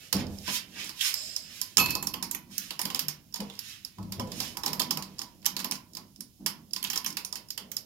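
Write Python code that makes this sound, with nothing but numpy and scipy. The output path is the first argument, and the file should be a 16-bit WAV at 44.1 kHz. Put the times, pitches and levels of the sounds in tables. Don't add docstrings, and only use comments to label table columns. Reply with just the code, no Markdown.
import sys
import numpy as np
from scipy import signal
from scipy.io import wavfile
from scipy.ndimage import uniform_filter1d

SR = 44100
rng = np.random.default_rng(int(sys.argv[2]) if len(sys.argv) > 2 else 0)


def wrap_up_sound(samples):
    columns = np.atleast_2d(samples).T
    tamed = np.clip(columns, -1, 1)
    steps = np.round(tamed * 32767).astype(np.int16)
    wavfile.write(sys.argv[1], SR, steps)


def to_linear_factor(level_db):
    exponent = np.asarray(level_db, float) / 20
    return 10 ** exponent


N = 346299

# (time [s], peak [dB], pawl ring [Hz], panel share [dB])
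DULL_TICKS = [(0.3853, -35, 5160, -33), (1.1411, -18.5, 5240, -25.5), (1.363, -17.5, 5326, -31.5),
              (1.6146, -16.5, 5177, -24.5), (1.7705, -5.5, 5580, -21), (1.952, -16.5, 4943, -9.5),
              (3.325, -43, 5460, -19), (3.3418, -22.5, 5200, -16), (3.8484, -25.5, 5240, -29.5),
              (5.1915, -23.5, 5120, -14), (6.1605, -43, 5450, -45.5), (6.709, -42.5, 5030, -30.5),
              (6.7337, -21, 5200, -33.5), (6.9747, -18.5, 5400, -41.5), (7.3264, -22.5, 5440, -16.5),
              (7.5039, -23, 5330, -41.5), (7.767, -20, 5390, -31.5)]
BRIGHT_TICKS = [(2.0704, -19.5, 5515, -16.5), (2.3124, -22, 7330, -20.5), (2.58, -20.5, 6240, -44),
                (2.9464, -19.5, 4950, -11.5), (3.5907, -26.5, 5060, -48), (4.7995, -17, 4450, -8),
                (4.9085, -15, 5350, -14.5), (5.4616, -14, 5860, -16), (5.7108, -21, 5280, -11),
                (5.9502, -31, 4900, -22.5), (6.2063, -30, 5620, -29.5), (7.2482, -24.5, 5760, -22.5),
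                (7.4854, -42.5, 5530, -52), (5.418, -52.5, 5300, -43), (7.126, -37, 5330, -40)]
DULL_SNAPS = [(0.8435, -31.5, 7500, -13), (0.8922, -28, 4780, -12), (1.7999, -16, 4500, -5.5),
              (4.3187, -31.5, 4800, -13), (4.402, -21.5, 5040, -12), (4.6615, -19.5, 5330, -7),
              (5.0239, -28.5, 4810, -17), (5.5655, -22, 4420, -12), (6.762, -24.5, 4900, -13)]
BRIGHT_SNAPS = [(0.1271, -15.5, 5044, -11), (1.9063, -22.5, 4800, -22.5), (2.0264, -27, 7350, -4.5),
                (2.2259, -22, 5270, -8), (2.992, -19.5, 5210, -20), (3.0832, -21.5, 5500, -21.5),
                (3.3591, -29.5, 4900, -12.5), (4.1219, -28, 4970, -11), (4.731, -25.5, 5230, -4.5),
                (5.216, -29, 5040, -9), (5.456, -23.5, 4830, -36), (5.5918, -27, 4640, -20),
                (5.969, -32, 4880, -8), (6.4617, -17, 5200, -14), (6.8722, -33, 4270, -19),
                (6.9005, -22, 5410, -14), (1.895, -32.5, 5200, -30.5), (7.0618, -20.5, 5807, -13),
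                (7.3559, -27.5, 4870, -16.5), (7.7162, -31.5, 6260, -23), (4.028, -45.5, 4710, -32.5),
                (4.272, -44.5, 5200, -30), (4.795, -22, 4795, -29.5), (5.754, -34, 5200, -22),
                (6.979, -35, 5370, -18.5), (7.075, -47, 5300, -20.5), (7.103, -33.5, 5200, -24)]
DULL_CLACKS = [(0.4776, -33.5, 4774, 4.5), (1.7799, -11, 7060, -11), (2.14, -29.5, 5030, -1),
               (2.7063, -29, 4470, -4), (2.9019, -28.5, 4680, -3.5), (2.958, -29.5, 7360, -22.5),
               (3.4033, -31, 4830, -2.5), (3.4991, -46, 3570, 0.5), (3.537, -49.5, 3400, -0.5),
               (3.9842, -52, 4960, 15.5), (4.1966, -30.5, 5200, 2.5), (4.6343, -27.5, 5200, -0.5),
               (4.678, -25, 4310, -6), (4.817, -23, 5000, -23.5), (5.4462, -40, 4940, -5),
               (5.6013, -28.5, 4740, -10), (5.7203, -25, 5950, -15.5), (6.9585, -23.5, 5200, -7.5),
               (7.5769, -27.5, 4890, -13.5), (4.131, -51.5, 4500, -11), (5.427, -52.5, 4470, -3.5),
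               (6.848, -29, 4780, -23.5)]
BRIGHT_CLACKS = [(1.8594, -24, 4460, -8), (2.348, -30.5, 6300, -8), (2.7922, -24, 5270, -5),
                 (2.815, -26.5, 4960, -21.5), (2.8534, -25.5, 4840, -7.5), (4.5697, -28, 5320, -2.5),
                 (4.9722, -27.5, 5110, -1.5), (5.6444, -25.5, 5050, -5), (6.8274, -31.5, 4260, -19.5),
                 (6.8404, -27.5, 6200, -7), (6.9318, -27, 4600, -8.5), (7.1693, -23.5, 4890, -11.5),
                 (7.0455, -34.5, 4700, -37.5)]
SLIP_S = [.166, .267, .759, .873, 2.503, 3.363, 3.527, 3.553, 3.828, 4.55, 5.184, 5.934, 6.401]
# (peak [dB], pawl ring [Hz], panel share [dB])
SLIP = [(-29.5, 5200, -40), (-39.5, 4970, -40.5), (-56.5, 4730, 8.5), (-38.5, 4700, -30.5), (-57, 4800, 3),
        (-36.5, 3600, -27), (-47.5, 2800, -24.5), (-42, 5000, -31), (-56.5, 5093, -53.5), (-47, 5000, 5),
        (-33.5, 5100, -20.5), (-41.5, 5450, -39), (-62.5, 5100, 1.5)]
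PANEL_HZ = [780, 860, 990, 1070, 1250, 470, 620, 340]
# (level [dB], t60 [s])
PANEL = [(-11, 0.064), (-7, 0.0749), (1.5, 0.0566), (-5, 0.041), (-8.5, 0.04), (-10.5, 0.0504),
         (-11.5, 0.0428), (-8.5, 0.0675)]


def ratchet():
    slips = [(s, *row) for s, row in zip(SLIP_S, SLIP)]
    # (clicks, treble share dB, knob share dB, knob dB lost per dB of pawl)
    kinds = [(DULL_TICKS, -17.5, -44.5, 0.009), (BRIGHT_TICKS, -2.2, -31.5, 0.01),
             (DULL_SNAPS, -13, -6.5, 0.01), (BRIGHT_SNAPS, -5, -4.5, 0.0104),
             (DULL_CLACKS, -23.5, 0.1, 0.27), (BRIGHT_CLACKS, -0.64, -0.084, 0.23),
             (slips, -18, -27.5, 0.01)]
    usual_db = -25
    detune = 0.02513
    near, far, knock = np.zeros((3, N))
    t = np.arange(SR // 5) / SR
    short = t[:1024]
    impulse = 1. * (short == 0)
    for rows, treble_db, base_knob_db, slope in kinds:
        for s, db, hz, panel_db in rows:
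            knob_db = base_knob_db - slope * (db - usual_db)
            hiss, spread = rng.standard_normal(1024), rng.random(3)
            length_s = 0.000466 + 0.00063 * spread[0] ** 2
            chatter = hiss * short / length_s * np.exp(-short / length_s)
            ring_hz = hz, 5500 + 1800 * spread[1]
            high_hz = 9500 + 4500 * spread[2]
            shares_db = db + 2.0, db + treble_db - 5.5, db + knob_db - 1.0
            rattle_db = 0.1677 * np.clip(knob_db + 22.5, -20, 10)
            add(near, s, to_linear_factor(-1.0457) * clack(chatter, ring_hz, high_hz, shares_db, blur=0.7))
            add(far, s, to_linear_factor(rattle_db) * clack(impulse, ring_hz, high_hz, shares_db, blur=4.6))
            modes_hz = PANEL_HZ * (1 + detune * rng.standard_normal(len(PANEL)))
            swing = rings(modes_hz, PANEL, t, uneven_db=2.0)
            swing = swing * (1 - np.exp(-t / 0.0017))
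            add(knock, s, to_linear_factor(db + panel_db - 2.5) * swing / abs(swing).max())
    small = signal.butter(2, 1300, "high", fs=SR, output="sos")
    near = signal.sosfilt(small, near) + knock
    far = signal.sosfilt(small, far) + to_linear_factor(-5.5) * knock
    return near, far


def clack(drive, ring_hz, high_hz, shares_db, blur):
    pawl_hz, body_hz = ring_hz
    pawl = 1.058 * resonate(resonate(drive, pawl_hz, 650 * blur), pawl_hz, 1400)
    pawl = pawl + 0.188 * resonate(resonate(drive, body_hz, 4600), body_hz, 4600)
    pawl = pawl + 0.537 * resonate(drive, 6300 + 0.1347 * (high_hz - 6000), 450 * blur)
    treble = resonate(drive, high_hz, 1500 * blur)
    treble = treble + resonate(resonate(drive, 12510, 6000), 10100, 8000)
    knob = resonate(drive, 2200 + 0.1 * body_hz, 500 * blur) + resonate(drive, 2000, 1300)
    return sum(to_linear_factor(db) * part / abs(part).max() for part, db in zip((pawl, treble, knob), shares_db))


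# (time [s], peak [dB], ring [Hz])
WHEELS = [(0.1276, -25.5, 9700), (1.1406, -20, 11850), (1.3623, -29, 8930), (1.6144, -18, 11900),
          (1.77, -28, 11800), (1.782, -21, 11700), (1.905, -19, 12600), (1.952, -21, 12400),
          (2.026, -22.5, 12150), (2.07, -20, 11300), (2.1375, -25, 12400), (2.2264, -26, 9230),
          (2.3116, -19.5, 12200), (2.3482, -19.5, 11690), (2.5798, -17.5, 13600), (2.707, -30.5, 12100),
          (2.7926, -40, 12300), (2.815, -17.5, 9500), (2.8529, -24, 12150), (2.9474, -31, 12600),
          (2.9932, -18.5, 12900), (3.0834, -18.5, 11780), (3.3404, -31, 12400), (3.5925, -28.5, 11800),
          (3.849, -33, 11730), (4.121, -28.5, 11500), (4.1964, -36, 12500), (4.318, -35, 10100),
          (4.4017, -29, 12100), (4.5705, -26.5, 11840), (4.635, -32, 11900), (4.6598, -22, 13500),
          (4.7315, -25.5, 12000), (4.7975, -20, 12500), (4.9075, -22, 13900), (4.9724, -26, 12040),
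          (5.457, -16, 9700), (5.462, -11, 12420), (5.5653, -41.5, 11900), (5.645, -26.5, 12150),
          (5.712, -19.5, 9840), (6.2066, -26.5, 9550), (6.4626, -12.5, 10000), (6.7332, -21.5, 9700),
          (6.8283, -22, 11340), (6.9012, -22.5, 13300), (6.9311, -26, 14900), (6.976, -21.5, 11370),
          (7.045, -25, 12850), (7.1694, -27, 10100), (7.2483, -21.5, 9170), (7.3258, -26.5, 9240),
          (7.3557, -28, 10000), (7.4865, -41.5, 9180), (7.5044, -30, 12450), (7.5762, -32, 11310),
          (7.7165, -22.5, 14700), (7.7664, -23, 12100),
          (6.8408, -19.5, 11900), (6.9585, -25.5, 10500), (7.0622, -25, 9300)]
# (time [s], peak [dB], ring [Hz])
KNOB = [(0.1266, -20.5, 3696), (0.9933, -33.5, 3380), (1.008, -26.5, 3210), (1.0114, -19, 3240),
        (1.7704, -35, 3840), (1.7812, -13.5, 2773), (1.888, -26.5, 2600), (2.14, -26, 2998),
        (2.2256, -34.5, 3522), (2.3464, -32, 2215), (2.7067, -31.5, 2770), (2.7932, -36, 2330),
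        (2.8526, -29.5, 2910), (2.901, -30.5, 3150), (2.9473, -26, 3000), (2.9924, -32, 2980),
        (3.083, -55, 3040), (3.339, -40.5, 3600), (3.4014, -37, 3040), (3.4994, -34, 3510),
        (4.132, -40, 3300), (4.1958, -35, 3130), (4.3172, -38, 3440), (4.4026, -30, 3020),
        (4.57, -33.5, 3040), (4.6342, -30.5, 3830), (4.674, -34.5, 3750), (4.7974, -21.5, 3330),
        (4.9059, -27, 3230), (4.9719, -34.5, 3115), (5.1896, -43, 3900), (5.2163, -36.5, 3000),
        (5.457, -32, 3730), (5.4604, -27, 3010), (5.565, -49, 3800), (5.6439, -28.5, 3590),
        (5.7193, -47.5, 2980), (5.72, -29.5, 3160), (6.4612, -32.5, 3070), (6.7327, -51.5, 3734),
        (6.761, -33.5, 3190), (6.8274, -27.5, 3060), (6.8473, -23, 2990), (6.9016, -34.5, 3200),
        (6.9334, -28, 3140), (6.9568, -29.5, 3100), (7.0469, -28.5, 2990), (7.1702, -30, 2890),
        (7.3257, -43.5, 3810), (7.3579, -37.5, 2880), (7.5764, -32.5, 3090), (7.7154, -46, 3080)]


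def parts():
    lead_s = 0.0005
    near, far = np.zeros((2, N))
    t = np.arange(1024) / SR
    impulse = 1. * (t == 0)
    # (clicks, ring width Hz, near dB, room dB)
    kinds = [(WHEELS, 1800, -5, -7), (KNOB, 568, -0.89, -3.2)]
    for rows, width_hz, near_db, far_db in kinds:
        for s, db, hz in rows:
            chatter = rng.standard_normal(1024) * t * np.exp(-t / 0.00072)
            for mix, drive, share_db in ((near, chatter, near_db), (far, impulse, far_db)):
                ring = resonate(resonate(drive, hz, width_hz), hz, 3.2 * width_hz)
                add(mix, s - lead_s, to_linear_factor(db + share_db) * ring / abs(ring).max())
    return np.array([near, far])


# (time [s], level [dB])
STRIKE = (1.783, -22)
BELL_HZ = [1247, 1275, 2589, 2583, 2651, 4293, 6352, 8807, 11693, 14996]
# (level [dB], t60 [s])
BELL = [(-4, 0.16), (-4, 0.16), (-1, 0.655), (-21.5, 0.3), (-7, 0.3), (-11, 1.05), (-17, 0.3), (-20, 0.28),
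        (-6.5, 0.3), (-17, 0.2)]


def bell():
    choke_s, choke_width_s, choke_depth, choked_db_per_s = 0.096, 0.005, 0.85, -45
    out, t = np.zeros(N), np.arange(SR) / SR
    choke = 1 - choke_depth * np.exp(-((t - choke_s) / choke_width_s) ** 2)
    choke = choke * to_linear_factor(choked_db_per_s * np.clip(t - choke_s, 0, 0.15))
    swell = 1 - np.exp(-t / 0.0075)
    s, db = STRIKE
    add(out, s, to_linear_factor(db) * rings(BELL_HZ, BELL, t) * swell * choke)
    return out


# (level [dB], swell [s], fade [s])
DRAG = (-45.5, 0.065, 0.367)
# (frequency [Hz], width [Hz], level [dB])
DRAG_RINGS = [(616, 110, -17.5), (4540, 560, -10.5), (5050, 390, -1), (7500, 800, -0.5)]


def drag():
    peak_s = 1.17
    hiss = rng.standard_normal(N)
    ring = 0
    for hz, width_hz, db in DRAG_RINGS:
        ring = ring + to_linear_factor(db) * evened(resonate(resonate(hiss, hz, width_hz), hz, 2 * width_hz))
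    return evened(ring) * spread_out(strokes(peak_s, *DRAG, 1.76, 1.1)[:, 0])


# (time [s], level [dB], frequency [Hz], t60 [s], pitch sag [share])
THUDS = [(0.132, -34, 91.27, 1, 0.0724), (.14, -30, 209.9, 0.455, 0.0533),
         (3.01, -42, 152.1, 0.746, 0.0182), (3.398, -33, 211.6, 0.388, 0.089),
         (3.402, -44.5, 506.7, 0.434, 0.116), (3.98, -33.5, 193.6, 0.92, 0.022),
         (3.98, -38, 103.9, 0.55, 0.049), (4.179, -30.5, 111, 0.283, 0.096),
         (4.195, -34.5, 241, 0.33, 0.0924), (4.197, -35.5, 560, 0.388, .15),
         (1.78, -35.5, 187.5, 0.836, 0.057), (1.789, -38, 100.6, 0.62, 0.06)]


def thuds():
    rise_s, wobble_db = 0.0117, 3
    out, t = np.zeros(N), np.arange(SR // 2) / SR
    for s, db, hz, t60, sag in THUDS:
        turns = np.cumsum(hz * (1 - sag * (1 - np.exp(-t / 0.08)))) / SR
        wobble = uniform_filter1d(rng.standard_normal(len(t)), size=500)
        wobble = evened(uniform_filter1d(wobble, size=500))
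        level = to_linear_factor(db - 60 * t / t60 + wobble_db * wobble) * (1 - np.exp(-t / rise_s))
        add(out, s, level * np.sin(2 * np.pi * turns))
    return out


# (time [s], boom [dB], fade to -20 dB [s], floor share [dB], door share [dB])
JOLTS = [(0.157, -31, 0.268, -5, -3.5), (0.501, -42.5, 0.09, -15.5, -2.5), (1.794, -36, 0.46, -4, -6.5),
         (3.417, -40.5, 0.128, -15, 0.5), (4.003, -46, 1.4, -1, -8), (4.203, -40, 0.3929, -11, 0.5),
         (6.2, -51, 0.15, -23, -24), (6.42, -46.5, 0.41, -12, -11)]
# (peak time [s], boom [dB], swell from -20 dB [s], fade to -20 dB [s], door share [dB])
LEANS = [(.05, -65, 14, -1.14, 4), (.85, -51.5, -0.62, 0.12, -4.5), (1.4, -63.5, -1.66, 6.25, -15),
         (1.25, -68.5, 1.24, 1.43, 7.5), (2.2, -45.5, 0.35, .5, -20.5), (2.56, -57, 0.5, -1.5, -5.5),
         (3.75, -72, 2.8, -1.5, -16), (2.85, -41.5, 0.0252, 0.3548, -4), (4.68, -41, -0.0559, 0.6, -1.5),
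         (4.98, -38.5, 0.1836, 0.0949, -16), (5.24, -48.5, -0.02, 0.01, -5), (5.721, -43, 0.38, 0.14, -7),
         (6.001, -52, 0.18, 0.1763, -5), (6.82, -50.5, 0.12, 0.61, -20), (7.15, -48, 0.3941, -0.06, -17.5),
         (7.4, -57.5, 0.96, 0.16, 1.5), (7.63, -54.5, 0.12, 0.5, 1.5)]
# (frequency [Hz], width [Hz], level [dB])
OVEN = [(155.7, 8.98, -4), (195.58, 18.58, 2.5), (238.6, 22.95, 0), (274.7, 59, -3)]
# (frequency [Hz], width [Hz], level [dB])
FLOOR = [(60, 80, -2), (97.8, 40, -6)]
# (frequency [Hz], width [Hz], level [dB])
DOOR = [(424.4, 22, -2), (491.8, 71.5, 0.76), (576.2, 150, -2)]


def oven():
    s, db, fade_s, floor_db, door_db = np.transpose(JOLTS)
    jolts = strokes(s, db, 0.0319, fade_s, 2.5, 1.205)
    *lean, lean_door_db = np.transpose(LEANS)
    leans = strokes(*lean, 1.242, 1.242)
    flat = 0 * lean_door_db
    rest_db = -67
    push = rng.standard_normal((2, N))
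    push[0] = 0.517 * push[1] + 0.3 * push[0]
    # (modes, jolt share dB, lean share dB, rest share dB)
    walls = ((OVEN, 0 * s, flat, 0),
             (FLOOR, floor_db, flat - 14.5, 2.5),
             (DOOR, door_db - 5.0, lean_door_db - 6.5, -22.0))
    out = 0
    for modes, jolt_db, lean_db, rest_share_db in walls:
        ring = 0
        for hz, width_hz, mode_db in modes:
            mode = resonate(resonate(push, hz, 1.595 * width_hz), hz, 1.577 * width_hz)
            ring = ring + to_linear_factor(mode_db) * evened(mode)
        power = jolts @ to_linear_factor(2 * jolt_db) + leans @ to_linear_factor(2 * lean_db) + to_linear_factor(2 * (rest_db + rest_share_db))
        out = out + evened(ring) * spread_out(power)
    return out * to_linear_factor([[-0.8], [0.8]])


# (peak time [s], level [dB], swell from -20 dB [s], fade to -20 dB [s], brightness [dB/octave])
SCUFFS = [(.045, -49, 0.77, 0.1, -5), (.33, -53.5, 0.08, 0.5, -1), (0.198, -36, 0.0746, 0.03, -9.5),
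          (.462, -59, 0.08, 0.0948, 2), (0.492, -28.5, 0.0484, 0.0115, -9),
          (0.556, -28, 0.1174, 0.0363, -3.5), (0.8, -35.5, -0.08, 0.0745, -10),
          (.86, -41.5, 0.177, 0.05, -3.5), (1.007, -25.5, -0.0016, 0.0383, -4),
          (1.053, -24.5, 0.0675, 0.0812, -4), (1.2, -44, 0.1441, 0.41, -3.5),
          (1.569, -45, 0.16, 0.2345, -3.5), (2.517, -46.5, -0.0252, 0.3624, -4.5),
          (2.608, -42.5, 0.0837, 0.1375, -5), (3.52, -55, 0.25, 0.7, -8),
          (3.683, -42, 0.1364, 0.1261, -5.5), (3.139, -52.5, -0.04, -0.0137, -8),
          (4.426, -36.5, 0.14, 0.1156, -4), (5.202, -59.5, 2.19, 0.23, -7.5),
          (0.991, -43, -0.09, 0.0421, -6), (1.51, -49, -0.11, -0.2, -11)]
# (frequency [Hz], density [dB/Hz])
RUB = [(300, -32.5), (900, -17), (1600, -5.5), (3000, 2), (4400, 3), (5200, 5.5), (8000, 6.5), (16000, -7)]


def scuffs():
    skin_hz, skin_width_hz, skin_db_per_tilt = 2870, 560, -0.1569
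    *shape, tilts_db = np.transpose(SCUFFS)
    power = strokes(*shape, 1.47, 1.61)
    total = power.sum(1)
    s, tilt_db = np.arange(len(power)) / 1000, power @ tilts_db / total
    hz = np.fft.rfftfreq(512, 1 / SR)
    unit_db = -10 * np.log10(np.sum(to_linear_factor(2 * read(RUB, hz))))

    def level_db(f, t):
        octaves = np.log2(np.clip(f, 2300, 9000) / 4000)
        skin = skin_db_per_tilt / (1 + (2 * (f - skin_hz) / skin_width_hz) ** 2)
        return read(RUB, f) + np.interp(t, s, tilt_db) * (octaves + skin)

    rub = noise(level_db, channels=1)[0]
    grit = to_linear_factor(3.4 * uniform_filter1d(rng.exponential(1, N), size=12))
    return evened(grit) * rub * to_linear_factor(unit_db - 6.0) * spread_out(total)


# (frequency [Hz], t60 [s])
KITCHEN = [(150, 0.057), (1000, 0.3954), (3000, 0.2765), (7000, 0.1717), (14000, 0.1755)]


def kitchen(x):
    out, t = np.zeros((2, N)), np.arange(N) / SR
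    for k in range(3):
        taps = np.zeros((2, SR // 2))
        at = np.arange(90, SR // 2 - 20, 10) + rng.integers(0, 10, (2, (SR // 2 - 101) // 10))
        np.put_along_axis(taps, at, rng.choice([-1., 1.], at.shape), 1)
        hz, u, z = signal.stft(taps, SR, nperseg=128)
        same = likeness(hz)
        z[0] = same * z[1] + np.sqrt(1 - same ** 2) * z[0]
        room = to_linear_factor(-60 * u / read(KITCHEN, hz)[:, None])
        rattle = to_linear_factor(9.5 - 60 * u / 0.0154)
        tail = signal.istft(z * (room + rattle), SR, nperseg=128)[1]
        turn = np.sqrt(2 / 3) * np.cos(np.pi * (7 * t + k / 3))
        out += signal.fftconvolve((x * turn)[None], tail / np.linalg.norm(tail[1]), axes=1)[:, :N]
    return out


# (frequency [Hz], density [dB/Hz])
HUSH = [(18, -50), (34, -17), (97, -11.5), (169, -14.5), (231, -30), (400, -39.5), (1400, -50.5),
        (3000, -36), (5340, -34), (8330, -34.5), (12700, -40.5), (15600, -37)]


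def hush():
    return to_linear_factor(-62.5) * evened(noise(lambda f, t: read(HUSH, f) + 0 * t))


# (frequency [Hz], likeness [0..1])
SAME = [(100, 0.44), (300, 0.66), (700, 0.53), (1500, 0.089), (16000, 0.049)]


def likeness(hz):
    return np.clip(read(SAME, hz), 0, 1)[:, None]


def noise(level_db, channels=2):
    frames, hz = N // 128 + 5, np.fft.rfftfreq(512, 1 / SR)
    a, b, c, d = rng.standard_normal((frames, 257, 4)).T
    same, left = likeness(hz), a + 1j * b
    right = same * left + np.sqrt(1 - same ** 2) * (c + 1j * d)
    z = np.array([left, right])[:channels]
    z = z * to_linear_factor(level_db(hz[:, None], np.arange(frames) * 128 / SR))
    return signal.istft(z, nperseg=512, noverlap=384)[1][:, :N]


def strokes(s, db, swell_s, fade_s, bend, tail_bend):
    late = np.arange(0, N / SR + 0.002, 0.001)[:, None] - s
    drop = np.where(late < 0, abs(late / swell_s) ** bend, abs(late / fade_s) ** tail_bend)
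    return to_linear_factor(2 * np.maximum(db - 20 * drop, -120))


def spread_out(power):
    return np.interp(np.arange(N) / SR * 1000, np.arange(len(power)), np.sqrt(power))


def rings(modes_hz, modes, t, uneven_db=0):
    db, t60 = np.transpose(modes)[:, :, None]
    db = db + uneven_db * rng.standard_normal(db.shape)
    return (to_linear_factor(db - 60 * t / t60) * np.sin(2 * np.pi * np.outer(modes_hz, t))).sum(0)


def resonate(x, hz, width_hz):
    pole = np.exp((2j * np.pi * hz - np.pi * width_hz) / SR)
    return 2 * signal.lfilter([1 - abs(pole)], [1, -pole], x).real


def evened(x):
    return x / np.sqrt(np.mean(x ** 2) + 1e-20)


def read(points, hz):
    f, value = np.transpose(points)
    return np.interp(np.log(hz + 1), np.log(f + 1), value)


def add(mix, s, sound):
    part = mix[round(s * SR):][:len(sound)]
    part += sound[:len(part)]


def causal(db):
    log = np.log(to_linear_factor(np.concatenate([db, db[-2:0:-1]])))
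    return np.fft.ifft(np.exp(np.conj(signal.hilbert(log)))).real[:1024]


def scene():
    lag = 5
    near, far = ratchet() + parts()
    ring, rub = bell(), scuffs() + drag()
    left = to_linear_factor(-5.5) * np.roll(near, lag) + to_linear_factor(2.5) * ring + to_linear_factor(-4.5) * np.roll(rub, -lag)
    direct = np.array([left, near + ring + rub])
    room = kitchen(to_linear_factor(4.5) * far + to_linear_factor(-18.0) * ring + to_linear_factor(5.5) * rub)
    return direct + room + oven() + hush() + thuds()


def roll_off(x):
    return signal.sosfilt(signal.butter(12, 16560, fs=SR, output="sos"), x)


# (frequency [Hz], width [Hz], level [dB])
PORT = [(3040, 250, 1), (5200, 520, 4.5), (6806, 490, 1.5), (8145, 1027, -7.5), (12670, 4120, 8)]
# (frequency [Hz], level [dB])
SHADE = [(60, -2.5), (130, -0.5), (290, 1), (640, -3), (1410, -5.5), (3100, -11.5), (6820, -12),
         (15000, -10.5)]
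# low edge [Hz], high edge [Hz]
EDGES_HZ = [45, 15750]


def record(dry):
    hz = np.fft.rfftfreq(4096, 1 / SR)
    port_db = sum(db / (1 + (2 * (hz - f) / width_hz) ** 2) for f, width_hz, db in PORT)
    shade_db = read(SHADE, hz) / 2 + 1.326
    taps = np.array([causal(port_db + shade_db), causal(port_db - shade_db)])
    heard = signal.oaconvolve(dry, taps, axes=1)[:, :N]
    heard = signal.sosfilt(signal.butter(2, EDGES_HZ[0], "high", fs=SR, output="sos"), heard)
    heard = signal.sosfilt(signal.cheby1(10, 0.5, EDGES_HZ[1], fs=SR, output="sos"), heard)
    return roll_off(np.clip(heard, -1, 1))


dry = scene()
out = record(dry)
wrap_up_sound(out)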